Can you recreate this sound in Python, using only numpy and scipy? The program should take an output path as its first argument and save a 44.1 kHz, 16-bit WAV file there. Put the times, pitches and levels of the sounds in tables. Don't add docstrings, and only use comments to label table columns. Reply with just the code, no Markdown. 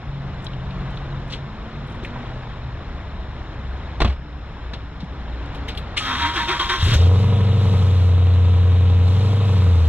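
import sys
import numpy as np
from scipy import signal
from scipy.fft import rfft, irfft, next_fast_len
from scipy.io import wavfile
from scipy.ndimage import uniform_filter1d, map_coordinates

SR = 44100
rng = np.random.default_rng(int(sys.argv[2]) if len(sys.argv) > 2 else 0)


def how_loud(loudness_db):
    steps = np.asarray(loudness_db, float) / 20
    return 10 ** steps


def store_wav(level_fs):
    pcm = np.round(np.clip(np.atleast_2d(level_fs), -1, 1) * 32767)
    wavfile.write(sys.argv[1], SR, pcm.T.astype(np.int16))


N = 435708

MESH_S, FREE_S, OUT_S = 5.99, 6.8, 7.1

# frequency in Hz, level in dB per Hz.
ROAR = [(110, -6), (200, -2), (400, -9), (1000, -9.5), (1700, -14), (2600, -22.5), (3800, -25),
        (5000, -37.5), (7000, -41), (9000, -56.5), (11000, -87), (15500, -100)]


def evened(x):
    return x / np.sqrt(np.mean(x ** 2) + 1e-20)


def read(points, hz, count=1):
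    table = np.array(points, float)
    return np.interp(np.log(hz + 1), np.log(table[:, 0] + 1), table[:, count])


def play(rows):
    s, *columns = np.transpose(rows)
    t = np.arange(s[0], s[-1], 1 / SR)
    return [t] + [np.interp(t, s, column) for column in columns]


def add(mix, s, sound):
    part = mix[round(s * SR):][:len(sound)]
    part += sound[:len(part)]


def colour(x, spectrum):
    size = next_fast_len(len(x) + 4096)
    gain = how_loud(read(spectrum, np.fft.rfftfreq(size, 1 / SR)))
    return evened(irfft(rfft(x, size) * gain, size)[:len(x)])


def drift(size, per_s):
    knots = rng.standard_normal(int(size / SR * per_s) + 3)
    coarse = np.arange(0, size + 32, 32)
    smooth = map_coordinates(knots, [coarse / SR * per_s], order=3, mode="nearest")
    return evened(np.interp(np.arange(size), coarse, smooth))


def resonate(x, hz, width_hz):
    pole = np.exp((2j * np.pi * hz - np.pi * width_hz) / SR)
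    ring = signal.lfilter([1], [1, -pole], signal.lfilter([1], [1, -pole], x))
    return evened((ring / (abs(ring) + 1e-9) ** 0.6).real)


def engine():
    # time in s, firings per s, throttle 0-1.
    speed = [(6.99, 84, .3), (7.086, 88.9, .15), (7.16, 92.5, .6), (7.26, 97.4, .95), (7.6, 96.7, 0.7),
             (7.74, 94.5, .8), (7.9, 91.5, 0.4), (8.1, 88.7, 0), (9.05, 89, 0.1), (9.2, 96, 0.6),
             (9.36, 99.5, 0.5), (9.44, 99.0, 0.5), (9.6, 92, .55), (9.748, 85.3, .05), (9.9, 78.5, .05)]
    t, hz, throttle = play(speed)
    cycle_s = 7.4065
    turns = np.cumsum(hz) / SR
    turns = turns - np.interp(cycle_s, t, turns)
    share = np.clip(throttle / 0.84, 0, 1)

    catch_db, catch_s = 2.5, .17
    rich_db = catch_db * np.exp(-((t - t[0]) / catch_s) ** 4)
    tuned_hz, detune_db_per_hz = 86.7, 0.25
    boom_db = -12.6 - 1.1 * throttle - detune_db_per_hz * abs(hz - tuned_hz) + rich_db
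    bark_db = -33.5 + 6.5 * throttle + 2 * rich_db

    bark, pops = exhaust(t, turns, share)
    out = firing_orders(t, turns, boom_db, share) + how_loud(bark_db - 1.5) * bark + pops
    out += gated_noise(t, hz, turns, throttle)
    full = np.zeros(N)
    add(full, t[0], out * np.minimum((t - t[0]) / .015, 1))
    return full


def firing_orders(t, turns, boom_db, share):
    # multiple of the firing rate, level in dB.
    shut_orders = [(0.125, -51), (0.25, -37), (0.375, -41), (0.5, -37), (0.625, -37), (0.75, -26.5),
                   (0.875, -35), (1, 0), (1.12, -29), (1.25, -21), (1.38, -17), (1.5, -38), (1.62, -36.5),
                   (1.75, -27), (1.88, -32), (2, -23.5), (2.12, -40.5), (2.25, -31), (2.38, -35.5),
                   (2.5, -44.5), (2.62, -41.5), (2.75, -44.5), (2.88, -34), (3, -32)]
    # multiple of the firing rate, level in dB.
    open_orders = [(0.125, -45), (0.25, -36), (0.375, -44), (0.5, -22), (0.625, -32), (0.75, -21),
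                   (0.875, -13), (1, 0), (1.12, -22), (1.25, -7), (1.38, -17), (1.5, -27), (1.62, -21),
                   (1.75, -17), (1.88, -20), (2, -16), (2.12, -28), (2.25, -20), (2.38, -43), (2.5, -47),
                   (2.62, -47), (2.75, -37), (2.88, -31), (3, -29)]
    out = np.sqrt(2) * how_loud(boom_db + 0.14 * drift(len(t), 13.0)) * np.cos(2 * np.pi * turns)
    for k, ((_, shut_db), (_, open_db)) in enumerate(zip(shut_orders, open_orders), 1):
        if k == 8:
            continue
        level_db = boom_db + shut_db + share * (open_db - shut_db) + 1.2 * drift(len(t), 7.0)
        if k < 13:
            start = .25 if k % 2 else .5
        else:
            start = rng.random()
        wave = np.cos(2 * np.pi * (k / 8 * turns + start) + 0.2 * drift(len(t), 8.0))
        out += np.sqrt(2) * how_loud(level_db) * wave
    return out


def exhaust(t, turns, share):
    # dB throttle shut, dB throttle open, bank.
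    cylinders = [(0, 0, 0), (-9, -9, 0), (0, -7, 1), (-3, -4, 0), (0, -2, 0), (-6, -8, 1), (-4, -7, 1),
                 (-4, -4, 1)]
    # frequency in Hz, width in Hz, level in dB.
    pipe_modes = [(295, 50, -7), (390, 50, -16), (464, 50, 0), (555, 45, -12), (680, 25, -14),
                  (860, 50, -14), (990, 70, -7), (1080, 50, -13), (1250, 40, -14)]
    bank_lag_s = .00108
    crack_db, crack_hz, crack_width_hz = -21.5, 1050, 800
    at = np.flatnonzero(np.diff(np.floor(turns)))
    cylinder = np.floor(turns[at + 1]).astype(int) % 8
    luck = rng.standard_normal((len(at), 3))
    shut_db, open_db, bank = np.transpose(cylinders)[:, cylinder]
    lag = np.round(SR * (bank * bank_lag_s + .00005 * luck[:, 0])).astype(int)
    place = np.clip(at + lag, 0, len(t) - 1)

    blows, pops = np.zeros(len(t)), np.zeros(len(t))
    blows[place] = how_loud(shut_db + share[at] * (open_db - shut_db) + 1.5 * luck[:, 1])
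    pops[place] = (cylinder == 0) * share[at] ** 2 * how_loud(crack_db + 1.5 * luck[:, 2])

    u = np.arange(3000) / SR

    def ring(hz, width_hz):
        return np.sin(2 * np.pi * hz * u) * np.exp(-np.pi * width_hz * u)

    pipe = sum(how_loud(db) * ring(hz, width_hz) for hz, width_hz, db in pipe_modes) * np.minimum(u / .0015, 1)
    bark = evened(signal.oaconvolve(blows, pipe)[:len(t)])
    return bark, signal.oaconvolve(pops, 2 * ring(crack_hz, crack_width_hz))[:len(t)]


def gated_noise(t, hz, turns, throttle):
    puff_db = [0, -13, -22, -15, -4, -22, -11, -20]
    # frequency in Hz, level in dB per Hz.
    clatter = [(100, -40), (250, -17), (500, -16), (1000, -13), (1700, -20.5), (2600, -16.5), (3800, -17.5),
               (5000, -47.5), (7000, -55), (9000, -100)]
    # frequency in Hz, level in dB per Hz.
    fizz = [(2500, -66), (3800, -4.5), (5000, 1), (7000, -3), (8500, -6.5), (10000, -11.5), (13000, -13.5),
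            (15500, -54.5)]
    firing = np.floor(turns - np.floor(turns[0])).astype(int)
    luck_db = 1.5 * rng.standard_normal(firing[-1] + 1)[firing]
    blow = how_loud(np.array(puff_db)[np.floor(turns).astype(int) % 8] + luck_db)
    puffs = rng.standard_normal(len(t)) * (2.2 + blow * np.exp(-(turns % 1) / 0.27))

    slip_db, slip_hz_per_s = 4.5, 18
    slip = uniform_filter1d(np.minimum(abs(np.gradient(hz)) * SR / slip_hz_per_s, 1), size=3000)
    clatter_db = -46 + 3.5 * throttle + 3.0
    fizz_db = -63 + 2.5 * throttle + slip_db * slip + 9.0
    body_db = -44.5 + 2.5 * throttle
    out = how_loud(clatter_db) * colour(puffs, clatter)
    return out + how_loud(fizz_db) * colour(puffs, fizz) + how_loud(body_db) * colour(puffs, ROAR)


def starter():
    # frequency in Hz, width in Hz, level in dB.
    tooth_modes = [(3245, 190, -1), (3656, 560, -3), (5790, 46, -12), (6870, 88, -30), (8470, 110, -26),
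                   (11000, 180, -28.5)]
    # frequency in Hz, level in dB per Hz.
    grind = [(200, -40), (500, -14), (900, 4), (1300, 10), (2000, 7.5), (2700, -5), (4000, -55),
             (7000, -85)]
    # frequency in Hz, level in dB per Hz.
    scrape = [(2000, -15), (2800, 3), (3900, -1), (5000, -3), (7000, -9.5), (10000, -21.5), (13000, -23.5),
              (15500, -54)]
    free_db = -8.5
    t = np.arange(MESH_S, OUT_S, 1 / SR)
    load_db, treble_db, phase = strokes(t)
    rattle = rng.standard_normal(len(t)) * how_loud(0.8 * drift(len(t), 300.0))
    steady, sung = housing(t, rattle)
    teeth = sum(resonate(rattle, hz, width_hz) * how_loud(db + 2.3 * drift(len(t), 13.6))
                for hz, width_hz, db in tooth_modes)

    low = how_loud(-14.0 + free_db * np.clip((t - FREE_S) / .1, 0, 1)) * steady
    low = low + how_loud(-3.5) * colour(rattle, grind)
    high = how_loud(-7.5 + free_db * np.clip((t - FREE_S) / .05, 0, 1)) * evened(teeth)
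    scrape_db = .5 * (treble_db.mean() - treble_db) - 6.0
    high = high + how_loud(scrape_db) * colour(rattle, scrape)

    gear = how_loud(-4.0 + 1.5 * drift(len(t), 60.0)) * sung + low * how_loud(load_db) + high * how_loud(treble_db)
    out = np.zeros(N)
    add(out, t[0], gear * signal.windows.tukey(len(t), .04))
    add(out, t[0], armature(t, load_db, phase))
    return out


def strokes(t):
    # start in s, gear load in dB, treble in dB, share spent rising.
    compressions = [
        (6.0, -24, -26, .55),
        (6.19, -20.5, -23.5, 0.5),
        (6.334, -20, -22, 0.32),
        (6.475, -18.5, -22, 0.2),
        (6.592, -21, -21, .08),
        (6.688, -19.5, -20, 0.14),
    ]
    slack_db, first_slack_db, treble_lead = -14, -4, 0.66
    overrun_load_db, overrun_treble_db, kick_s = -31.5, -25, 6.945
    starts, load_db, treble_db, rise = np.transpose(compressions)
    k = np.clip(np.searchsorted(starts, t) - 1, 0, None)
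    phase = np.clip((t - starts[k]) / (np.append(starts[1:], FREE_S) - starts)[k], 0, 1)
    before_db = np.where(k == 1, first_slack_db, slack_db)
    after_db = np.where(k == 0, first_slack_db, slack_db)

    def slack(peak):
        climb_db = before_db * abs(1 - phase / peak) ** 1.8
        sink_db = after_db * abs((phase - peak) / (1 - peak)) ** 1.38
        return np.where(phase < peak, climb_db, sink_db)

    overrun_db = np.interp(t, [FREE_S, kick_s, kick_s + .03, OUT_S], [0, 8, -5.0, -17.0])
    load = np.where(t < FREE_S, load_db[k] + slack(rise[k]), overrun_load_db + overrun_db)
    treble = np.where(t < FREE_S, treble_db[k] + slack(treble_lead * rise[k]), overrun_treble_db + overrun_db)
    return load, treble, phase


def housing(t, rattle):
    # frequency in Hz, width in Hz, level under the steady rattle in dB.
    mode_rows = [(950, 14, 0), (1065, 30, -4), (1160, 20, -6), (1265, 24, -5), (1345, 24, -4),
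                 (1555, 22, -6), (1740, 60, -6), (2354, 24, -9)]
    # time of strongest drive in s, mode in Hz, level in dB, build-up in s.
    passes = [(6.01, 1265, -30, .01), (6.07, 1265, -31, .04), (6.08, 1345, -29, .02),
              (6.09, 1065, -31, .03), (6.12, 950, -32, .04), (6.14, 1065, -30, .015),
              (6.15, 1160, -33, .03), (6.25, 950, -19.5, .035), (6.265, 1065, -28, .015),
              (6.265, 1345, -26, .04), (6.26, 1555, -30, .04), (6.26, 1265, -30, .04),
              (6.36, 1065, -27, .015), (6.385, 1740, -29, .03), (6.39, 1555, -31, .03),
              (6.405, 950, -17, .008), (6.505, 1160, -26, .012), (6.5, 1065, -30, .015),
              (6.52, 1345, -27, .02), (6.545, 950, -24, .025), (6.615, 1065, -22, .015),
              (6.61, 1160, -28, .01), (6.64, 950, -33, .02), (6.705, 1160, -26, .012),
              (6.71, 950, -28, .015), (6.73, 1065, -21, .025), (6.72, 1555, -27, .02),
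              (6.72, 1345, -29, .02), (6.72, 2354, -33, .02), (6.79, 1160, -33, .03)]
    modes = {hz: resonate(rattle, hz, width_hz) for hz, width_hz, _ in mode_rows}
    steady = evened(sum(modes[hz] * how_loud(db) for hz, _, db in mode_rows))
    sung = np.zeros(len(t))
    for s, hz, db, build_s in passes:
        fade_db_per_s = 170 * (hz / 950) ** 1.5
        drop_db = np.where(t < s, 12.0 * ((s - t) / build_s) ** 2, fade_db_per_s * (t - s))
        sung += modes[hz] * how_loud(db - drop_db)
    return steady, sung


def armature(t, load_db, phase):
    start_hz, top_hz, spin_up_s = 250, 370, .25
    sag, sag_eases_s = .3, .45
    spin_hz = top_hz - (top_hz - start_hz) * np.exp(-(t - 6.0) / spin_up_s)
    hz = spin_hz * (1 - sag * np.exp(-(t - MESH_S) / sag_eases_s) * uniform_filter1d(phase, 600))
    hz = hz * (1 + 0.047 * drift(len(t), 40.0))
    hum_db = -28.5 + 1.3 * (load_db - load_db.max()) - 20 * (t > FREE_S)
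    return np.sin(2 * np.pi * np.cumsum(hz) / SR) * how_loud(hum_db + 3.0 * drift(len(t), 28.26))


def knocks():
    # time in s, peak in dB, ring in Hz, t60 in s.
    thuds = [(2.031, -22.5, 370, 0.051), (2.159, -23, 987, 0.06), (4.007, -17.5, 150, 0.17),
             (4.014, -8, 50, 0.3), (4.043, -7, 85, 0.13), (4.017, -15, 690, .06), (4.046, -19, 700, .08),
             (4.07, -14, 58, .2), (4.732, -27, 210, .09), (5.685, -31, 460, .12), (4.052, -14.5, 218, 0.1),
             (4.02, -18, 318, 0.064), (4.088, -11, 66, 0.22), (5.029, -17, 173, 0.088),
             (6.231, -20.5, 79, 0.38), (6.794, -18.5, 69.5, 0.31), (6.826, -9, 92, 0.35),
             (6.862, -7.5, 92, 0.21), (6.89, -8, 100, 0.15), (6.918, -6.5, 111.7, 0.13),
             (6.934, -9.5, 92.8, 0.15), (6.958, -4, 75.5, 0.17), (6.984, -22.5, 78.4, 0.15)]
    out = np.zeros(N)
    t, f = np.arange(SR // 4) / SR, np.fft.rfftfreq(SR // 4, 1 / SR)
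    for s, db, hz, t60_s, octaves in bursts():
        bell = np.exp(-.5 * (np.log2((f + 50) / hz) / octaves) ** 2)
        edge = 0.11 * np.minimum(f / hz, hz / (f + 1)) ** 3
        grit = evened(irfft(rfft(rng.standard_normal(len(t))) * (bell + edge), len(t)))
        attack = np.minimum(t / (0.043 * t60_s), 1)
        add(out, s, grit * how_loud(db - 6.5 - 60 * t / t60_s) * attack * (1 - t / t[-1]))
    t = np.arange(SR // 2) / SR
    for s, db, hz, t60_s in thuds:
        ring = np.sin(2 * np.pi * hz * t) * how_loud(db - 60 * t / t60_s)
        add(out, s, ring * np.minimum(t / 0.0033, 1) * (1 - t / t[-1]))
    return out


def bursts():
    # time in s, peak in dB, centre in Hz, t60 in s.
    scuffs = [(0.4668, -22, 3650, 0.02), (0.5317, -33, 3200, 0.06), (0.707, -34, 3300, 0.04),
              (0.9727, -26, 3500, 0.025), (1.2965, -31.5, 3100, 0.22), (1.3191, -23.5, 2906, 0.18),
              (1.3368, -21, 3400, 0.04), (2.0258, -37, 2930, 0.28), (2.0481, -19.5, 2220, 0.046),
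              (4.073, -17, 2500, 0.03), (4.7334, -25, 3300, 0.091), (5.001, -34.5, 3460, 0.11),
              (5.5427, -32, 2650, 0.16), (5.6798, -21, 2800, 0.15), (5.7484, -30.5, 3140, 0.04),
              (5.7725, -21, 3330, 0.07)]
    # time in s, peak in dB, centre in Hz.
    rustles = [(0.4213, -47, 5950), (0.443, -36.5, 6420), (0.903, -47, 5950), (0.957, -52, 5800),
               (1.2784, -48, 6430), (1.8697, -50.5, 8000), (1.9, -51, 8310), (1.919, -47.5, 6500),
               (1.948, -53, 7500), (2.035, -46, 6500), (2.048, -44.5, 7950), (4.734, -46, 6860),
               (5.0404, -52, 5800), (5.4564, -46, 5670)]
    # time in s, peak in dB.
    slam = [
        (4.003, -7),
        (4.016, -4.5),
        (4.045, -10),
        (4.073, -21),
        (4.095, -23.5),
        (4.12, -30),
    ]
    # time in s, peak in dB, centre in Hz, t60 in s, spread in octaves.
    clacks = [(4.732, -24, 880, 0.1, 1), (5.964, -15, 2190, 0.2, 0.8), (5.974, -10, 3000, 0.1, 0.4),
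              (5.968, -21, 6500, .2, .4), (6.0, -22, 1300, .15, .5), (6.839, -22, 407, 1, 0.62),
              (6.83, -12, 88, .7, .35), (2.155, -24, 950, .08, .7), (4.045, -12, 1300, .03, .9),
              (5.543, -46, 9000, .12, .5), (5.68, -38, 9000, .1, .6), (5.7725, -36, 9500, .1, .6),
              (5.745, -50, 8000, .15, .5), (1.33, -30, 2000, .1, .35), (.443, -42, 8500, .04, .4),
              (6.0806, -22, 3300, .05, .5), (6.363, -17, 2600, .04, .7), (6.4867, -18, 2300, .04, .7),
              (6.5974, -17, 2600, .04, .8), (6.6932, -15, 2600, .05, .8), (6.92, -18, 456, 0.7, 0.93),
              (6.81, -28.5, 7500, 1, 0.41), (6.933, -18, 1480, .12, 1.7), (6.935, -20.5, 5870, 0.19, 0.3)]
    # extra level in dB, centre in Hz, t60 in s, spread in octaves.
    door_parts = [(0.092, 600, 0.053, 1.18), (-8, 3000, .05, .55), (-23, 6200, .04, .35)]
    out = list(clacks)
    for s, db, hz, t60_s in scuffs:
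        out.append((s, db, hz, t60_s, min(.25 + 2.65 * t60_s, .7)))
    for s, db, hz in rustles:
        out.append((s, db, hz, 0.07, .45))
    for s, db in slam:
        longer = 1 + 19 * (s - slam[0][0])
        for extra_db, hz, t60_s, octaves in door_parts:
            out.append((s, db + extra_db, hz, t60_s * longer, octaves))
    return out


def traffic():
    # time in s, swell in dB.
    swell = [(0.0, -1), (0.8, 1), (1.6, 0.2), (2.15, 2), (3.0, -1), (3.6, -0.6), (5.9, 2), (9.9, 7.5)]
    # frequency in Hz, level in dB per Hz.
    rumble = [(12, -26.5), (28, -0.5), (45, 0.5), (70, -1), (110, -4.5), (160, -9), (230, -39), (500, -110)]
    # start in s, length in s, first pitch in Hz, last pitch in Hz, level in dB.
    hums = [(0.054, .55, 140, 133, -33), (.55, .97, 134, 140, -32), (1.7, .35, 150, 122, -38.5),
            (0.056, 1.31, 181, 181, -39.5), (1.42, .85, 212, 245, -42), (2.1, 0.702, 126, 119, -36.5),
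            (2.55, 2.1, 72, 61, -34.5), (4.0, 2, 62, 59, -32), (6.1, .6, 70, 58, -35),
            (4.22, .2, 297, 295, -45), (4.55, .7, 291, 286, -50), (5.35, .4, 285, 281, -45)]
    _, swell_db = play(swell)
    out = colour(rng.standard_normal(N), ROAR) * how_loud(-37.5 + swell_db[:N] + 0.69 * drift(N, 4.9))
    out += colour(rng.standard_normal(N), rumble) * how_loud(-33 + 1.1 * drift(N, 2.95))
    for s, length_s, first_hz, last_hz, db in hums:
        size = round(length_s * SR)
        hz = np.linspace(first_hz, last_hz, size) + 1.13 * drift(size, 6.02)
        hum = np.sin(2 * np.pi * np.cumsum(hz) / SR) * how_loud(db + 2.0 + 2.5 * drift(size, 7.0))
        add(out, s, hum * signal.windows.tukey(size, .15))
    return out


def duck(x):
    sense_s, knee_db, duck_share, recover_db_per_s = 0.37, -25.5, 0.96, 3.5
    keep = np.exp(-1 / (sense_s * SR))
    fall_db = np.arange(N) * recover_db_per_s / SR
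    power_db = 10 * np.log10(signal.lfilter([1 - keep], [1, -keep], x ** 2) + 1e-12)
    held_db = np.maximum.accumulate(power_db + fall_db) - fall_db
    return how_loud(-duck_share * np.maximum(held_db - knee_db, 0))


def ports(x, likeness, extra_db):
    # frequency in Hz, level in dB, phase in rad,
    # likeness 0-1 for the car, likeness 0-1 for far traffic.
    left_port = [(1, .6, 0, .97, .97), (80, .7, -.045, .999, .995), (170, .5, -.09, .999, .99),
                 (350, 0, -.15, .995, .99), (700, -1.8, -.3, .98, .94), (1550, -1.6, -.5, .96, .9),
                 (2600, 2.1, -.75, .95, .88), (3600, 5, -1.4, .95, .9), (4150, 5.7, -2, .92, .8),
                 (4800, -.3, -3.1, .94, .65), (5700, -7.7, -3.3, .62, .58), (6500, -11, -2.4, .45, .45),
                 (9000, -18, -1.5, .45, .25), (12000, -11.5, -1, .3, .2)]
    _, _, z = signal.stft(x, SR, nperseg=512)
    z = z * np.exp(2j * np.pi * rng.random(z.shape))
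    scatter = signal.istft(z, SR, nperseg=512)[1][:N] * 1.6
    size = next_fast_len(N + 4096)
    hz = np.fft.rfftfreq(size, 1 / SR)
    same = np.clip(read(left_port, hz, count=likeness), 0, 1)
    turn = how_loud(read(left_port, hz) + extra_db(hz)) * np.exp(1j * read(left_port, hz, count=2))
    left = turn * (same * rfft(x, size) + np.sqrt(1 - same ** 2) * rfft(scatter, size))
    return np.array([irfft(left, size)[:N], x])


def scene():
    # frequency in Hz, extra level in dB.
    far_left = [(170, 0), (700, 2), (2600, 1), (4500, 1), (5700, 10), (6500, 11), (9000, 10), (11000, 5)]
    car = knocks() + starter() + engine()
    near = ports(car, likeness=3, extra_db=lambda hz: 0 * hz)
    return near + ports(traffic() * duck(car), likeness=4, extra_db=lambda hz: read(far_left, hz))


def low_pass(x):
    return signal.sosfilt(signal.butter(12, 15550, fs=SR, output="sos"), x)


def record(dry):
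    # time in s, level in dB.
    whine_level = [
        (0, -62),
        (5.95, -62),
        (6.1, -80),
        (9.9, -80),
    ]
    t, whine_db = play(whine_level)
    whine = (how_loud(whine_db) * np.sin(2 * np.pi * 5179 * t))[:N]
    soft = .9 * np.tanh(dry / .9)
    return low_pass(soft + whine * how_loud([[0], [-25]]))


dry = scene()
out = record(dry)
store_wav(out)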